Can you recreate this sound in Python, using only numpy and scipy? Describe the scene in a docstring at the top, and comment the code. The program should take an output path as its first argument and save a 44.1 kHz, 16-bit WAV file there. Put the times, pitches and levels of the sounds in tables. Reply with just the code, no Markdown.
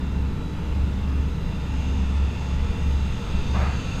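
"""The electric motor of a grinding machine runs steadily in a large workshop as the microphone nears it.
Its bearings whine in many thin lines over mains hum, rotor tones and rushing air; the lines grow with
nearness and waver as the microphone moves through the room's reflections. A deep hum swells and fades
over the hall's rumble and the drone of other machines, and air buffets the carried microphone.
Near the end comes one short dull scuff, perhaps of a shoe."""
import sys
import numpy as np
from scipy import signal
from scipy.fft import rfft, irfft, next_fast_len
from scipy.io import wavfile
from scipy.ndimage import uniform_filter1d, map_coordinates

SR = 44100
rng = np.random.default_rng(int(sys.argv[2]) if len(sys.argv) > 2 else 0)


def wav_record(signal):
    """Record a signal, one row per channel, as 16-bit PCM in the file named by sys.argv[1]."""
    frames = np.transpose(np.atleast_2d(signal))
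    bounded = np.clip(frames, -1, 1)
    # unit amplitude maps onto the largest positive 16-bit level
    quanta = np.round(bounded * 32767).astype(np.int16)
    wavfile.write(sys.argv[1], SR, quanta)


N = 176400
WHINE_REFLECTED = 0.61  # reflected part of the whine's amplitude


def amp(db):
    """Gain of a level in dB."""
    return 10 ** (np.asarray(db) / 20)


def unit(x):
    """x at rms 1."""
    return x / np.sqrt(np.mean(np.abs(x) ** 2) + 1e-20)


def along(points, hz):
    """Rows of (freq_hz, value) read on a log frequency axis."""
    freqs, values = np.transpose(points)
    return np.interp(np.log(hz + 1), np.log(freqs + 1), values)


def curve(rows):
    """An envelope: rows of (time_s, value) read at every sample."""
    return np.interp(np.arange(N) / SR, *np.transpose(rows))


def wobble(rate, size=800):
    """A smooth random modulator with `rate` knots a second."""
    at = [np.linspace(2, 2 + rate * N / SR, size)]
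    coarse = map_coordinates(rng.standard_normal(size), at, mode="wrap")
    return np.interp(np.arange(N), np.linspace(0, N, size), coarse)


def filtered(x, response):
    """x through an EQ whose gain is response(hz)."""
    size = next_fast_len(N + SR // 2)
    return irfft(rfft(x, size) * response(np.fft.rfftfreq(size, 1 / SR)), size)[:N]


def noise(spectrum, patchy_db):
    """Coloured noise of rms 1 whose level flickers in patches of time and frequency."""
    bins = signal.stft(rng.standard_normal(N), nperseg=1024)[2]
    patches = uniform_filter1d(rng.standard_normal(bins.shape), 6, axis=0)
    patches = uniform_filter1d(patches, 14, axis=1)
    white = signal.istft(bins * amp(patchy_db * unit(patches)), nperseg=1024)[1][:N]
    return unit(filtered(white, lambda hz: amp(along(spectrum, hz))))


def tones(rows, clock, reflected, fades_per_s=5.024, size=200):
    """Wavering sines: each is a direct part plus reflections that shift as the microphone moves."""
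    out = np.zeros(N)
    at = [np.linspace(2, 2 + fades_per_s * N / SR, size)]
    for hz, db in rows:
        real, imag = (map_coordinates(knots, at, mode="wrap") for knots in rng.standard_normal((2, size)))
        path = unit(np.sqrt(1 - reflected ** 2) + reflected * (real + 1j * imag) / np.sqrt(2))
        path *= np.exp(2j * np.pi * rng.random())
        path = np.interp(np.arange(N), np.linspace(0, N, size), path)
        phase = (2 * np.pi * (hz * clock % 1)).astype(np.float32)
        out += amp(db) * (path.real * np.cos(phase) + path.imag * np.sin(phase))
    return np.sqrt(2) * out


def hall():
    """Room tone: the workshop's rumble and air, with a faint hiss on top."""
    # colour of the rumble and air: freq_hz, relative_db
    rumble_spectrum = [(12, -8), (25, -2), (40, -1), (55, -2), (68, -5), (88, -1), (102, -6), (150, -6),
                       (200, -4.5), (235, -15.5), (280, -18.5), (350, -21), (450, -23), (600, -27.5),
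                       (750, -30.5), (900, -24), (1100, -31.5), (1400, -29), (1600, -35), (2500, -37.5),
                       (4000, -46.5), (8000, -56), (15000, -70)]
    # colour of the hiss: freq_hz, relative_db
    hiss_spectrum = [(7000, -11), (10000, 1), (12500, 1), (14000, 4), (15500, -7)]
    # envelope of the hiss: time_s, level_db
    hiss_level = [(0, -72), (1.5, -70), (2.1, -77), (3.2, -79), (4, -81)]
    rumble = amp(-28) * noise(rumble_spectrum, patchy_db=0.96)
    return rumble + amp(curve(hiss_level)) * noise(hiss_spectrum, patchy_db=0.8)


def buffet():
    """A very low flutter of air on the carried microphone."""
    # colour of the flutter: freq_hz, relative_db
    spectrum = [(5, -2.5), (14, 5), (24, 2), (45, -7), (90, -34), (200, -64.5)]
    # its envelope: time_s, level_db
    level = [(0, -42), (1.3, -41), (1.8, -36), (2.35, -39), (2.65, -35), (2.9, -26), (3.05, -32),
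             (3.22, -28.5), (3.6, -31.5), (4, -37)]
    return amp(curve(level)) * noise(spectrum, patchy_db=3.5)


def other_machines(drift_hz=0.87, fall_db_per_s=0.53):
    """Machines elsewhere in the hall drone on, sinking slowly as they are left behind."""
    # their tones at mid-scene: pitch_hz, level_db
    drone = [(156, -44.5), (179, -46.5), (258.8, -43.5), (300.3, -50), (360, -55.5), (409, -57), (419, -58),
             (468.5, -52.5), (479, -58), (588, -67)]
    loudest_hz = max(drone, key=lambda row: row[1])[0]
    clock = np.cumsum(1 + drift_hz / loudest_hz * wobble(5)) / SR
    return amp(fall_db_per_s * (clock.mean() - clock)) * tones(drone, clock, reflected=0.66)


def deep_hum(pitch_hz=69.2, drift_hz=0.35):
    """One low sine that swells and fades, drifting slightly in pitch."""
    # the swells: time_s, level_db
    level = [(0.0, -31), (0.02, -31), (0.24, -21.5), (0.34, -40), (0.39, -54), (0.47, -29), (0.52, -32),
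             (0.56, -52), (0.67, -26), (0.81, -20.5), (0.99, -28), (1.21, -21), (1.37, -34), (1.77, -25),
             (2.27, -20.5), (2.33, -35), (2.6, -20), (2.76, -36), (2.87, -20), (3.1, -25), (3.21, -39),
             (3.4, -21.5), (3.44, -41), (3.5, -23), (3.64, -20.5), (3.68, -26.5), (4.0, -43)]
    phase = 2 * np.pi * np.cumsum(pitch_hz + drift_hz * wobble(3.13)) / SR
    return np.sqrt(2) * amp(curve(level)) * np.sin(phase)


def scuff(start_s=3.533, attack_s=0.024, hold_s=0.095, fall_db_per_s=95, level_db=-30):
    """A short dull rub that starts quickly, holds and dies away in the hall."""
    # colour of the rub: freq_hz, relative_db
    spectrum = [(200, -21), (450, -6.5), (650, -6), (800, 1), (950, 1), (1150, -4.5), (1500, -9.5),
                (2200, -16), (3000, -20), (4500, -32), (8000, -50)]
    t = np.arange(N) / SR - start_s
    attack = np.clip(t / attack_s, 0, 1)
    fall_db = fall_db_per_s * np.maximum(t - attack_s - hold_s, 0)
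    grain_db = 0.9 * wobble(70)
    return attack * amp(level_db - fall_db + grain_db) * noise(spectrum, patchy_db=4.0)


def ball_overtones(ball_pass_hz=279.6, shaft_hz=48.35, orders=32, sidebands=2, scatter_db=4):
    """Ball-pass harmonics with shaft sidebands: rows of (pitch_hz, relative_db), total power 1."""
    # response of the motor's housing: freq_hz, gain_db
    housing = [(2000, -12), (2700, -3), (3100, 1), (3500, -7), (4200, -12), (5000, -7), (5700, -6.5),
               (6200, -12.5), (6600, -8), (6900, -9), (7300, -10), (8300, -15.5), (9300, -20)]
    harmonics = ball_pass_hz * np.arange(orders)[:, None]
    hz = (harmonics + shaft_hz * np.arange(-sidebands, sidebands + 1)).ravel()
    db = along(housing, hz) + scatter_db * rng.standard_normal(len(hz))
    in_band = hz > housing[0][0]
    total_db = 10 * np.log10(np.sum(amp(db[in_band]) ** 2))
    return np.column_stack([hz, db - total_db])[in_band]


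def faint_whine(clock):
    """The bearings' weaker lines and the overtones of their balls, singing through the housing."""
    # weaker bearing tones: pitch_hz, relative_db
    lines = [(2417.5, -59), (2547, -67), (2961, -65), (3009, -67), (3230, -64), (3338, -64), (3386, -61),
             (3456, -66), (3505, -65), (3591, -67), (4177, -68), (4226, -68), (4737, -71), (4861, -70),
             (4910, -70), (5060, -69), (5130, -72), (5179, -72), (7235, -76)]
    whine = amp(-0.5) * tones(lines, clock, WHINE_REFLECTED)
    return whine + amp(-57) * tones(ball_overtones(), clock, reflected=0.67)


def loud_whine(clock):
    """The loudest bearing whines swell and fade in turn as the microphone passes through their beams."""
    # clusters of close lines, from low to high: pitch_hz, relative_db
    low = [(2643, -15), (2690, -3.5), (2736, 2.5), (2776, -6.5), (2823, -4.5)]
    mid = [(3617.7, 10), (3666, 0)]
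    high = [(3898, 0), (3946, 0)]
    thin = [(4457.5, -15), (4506, -2)]
    sizzle = [(6347, -4), (6422, -2), (6498, -2), (6546, 0), (6589, 0), (6632, 0), (6672, -2), (6718, -2)]
    # each cluster's envelope before its trim: time_s, level_db
    low_level = [(0.0, -54.5), (0.97, -61), (1.02, -50.5), (1.37, -58), (1.41, -48.5), (1.64, -56),
                 (1.83, -45.5), (2.33, -56), (2.37, -46), (2.85, -51), (2.93, -62), (3.02, -48.5),
                 (3.55, -58), (3.89, -42), (3.97, -52), (4.0, -47)]
    mid_level = [(0.0, -60), (0.53, -73), (1.04, -59), (1.09, -69), (1.65, -56), (1.77, -66), (1.85, -56),
                 (2.61, -58.5), (2.68, -59), (3.39, -55), (3.5, -48), (3.68, -61), (3.95, -55), (4.0, -71)]
    high_level = [(0.0, -63), (0.02, -63), (0.36, -62), (0.47, -55.5), (0.6, -66), (0.69, -61.5),
                  (1.29, -67), (1.31, -61), (2.87, -65), (2.94, -58.5), (3.77, -58), (4.0, -59)]
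    thin_level = [(0.0, -75), (0.04, -72), (1.14, -71), (2.7, -58), (2.84, -67), (3.0, -56), (3.1, -63),
                  (3.64, -53), (4.0, -50)]
    sizzle_level = [(0.0, -71), (0.48, -78), (1.5, -59), (1.58, -68), (1.82, -53), (2.18, -75), (2.49, -51),
                    (2.6, -64), (2.66, -58), (3.43, -55.5), (3.63, -50), (4.0, -48)]

    def cluster(lines, level, trim_db, reflected=0.25):
        return amp(curve(level) + trim_db) * unit(tones(lines, clock, reflected))

    return (cluster(low, low_level, trim_db=-2, reflected=WHINE_REFLECTED)
            + cluster(mid, mid_level, trim_db=2)
            + cluster(high, high_level, trim_db=2.1)
            + cluster(thin, thin_level, trim_db=-2.5)
            + cluster(sizzle, sizzle_level, trim_db=-5, reflected=0.84))


def motor(mains_hz=119.7, mains_db=-40, speed_wander=0.00024):
    """Air, mains hum, rotor and bearings grow with nearness; one speed tunes rotor and bearings."""
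    # the lift as the microphone approaches: time_s, gain_db
    approach = [(0, -7), (.7, -4.5), (1.4, -4.5), (1.85, -0.5), (2.5, 0), (3.1, 0), (3.55, 3), (4, 3.5)]
    # rush of the cooling air and the bearings: freq_hz, relative_db
    rush_spectrum = [(400, 1.5), (900, 2), (1350, 1.5), (1700, -3.5), (2000, 0), (2250, -5), (2500, 1),
                     (2720, 5.5), (2900, -5), (3600, -5.5), (4200, -13), (5000, -8.5), (5500, -18),
                     (6200, -8), (6600, -10), (7400, -16.5), (8400, -18.5), (9500, -29), (11000, -26),
                     (13000, -32), (15500, -49)]
    # fan and rotor tones before the lift: pitch_hz, level_db
    rotor_lines = [(862.5, -56), (883, -56), (897, -62), (957, -60), (1128, -62), (1211, -64), (1249, -63),
                   (1324, -58), (1374, -62), (1766, -63), (1960, -66), (2148, -66), (2204, -67)]
    near_db = curve(approach)
    clock = np.cumsum(1 + speed_wander * wobble(2.995)) / SR
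    air = amp(-44.5) * noise(rush_spectrum, patchy_db=2.05)
    mains = tones([(mains_hz, mains_db)], np.arange(N) / SR, reflected=0.16)
    rotor = amp(0.67 * near_db) * tones(rotor_lines, clock, reflected=0.76)  # grows less than the rest
    return rotor + amp(near_db) * (mains + faint_whine(clock) + air) + loud_whine(clock)


def scene():
    """The workshop and the motor, mixed in mono."""
    return (hall() + buffet() + scuff() + deep_hum() + other_machines() + motor())[None]


def record(dry, top_hz=15650):
    """A brick-wall low-pass takes off the very top."""
    return np.array([filtered(x, lambda hz: hz < top_hz) for x in dry])


dry = scene()
out = record(dry)
wav_record(out)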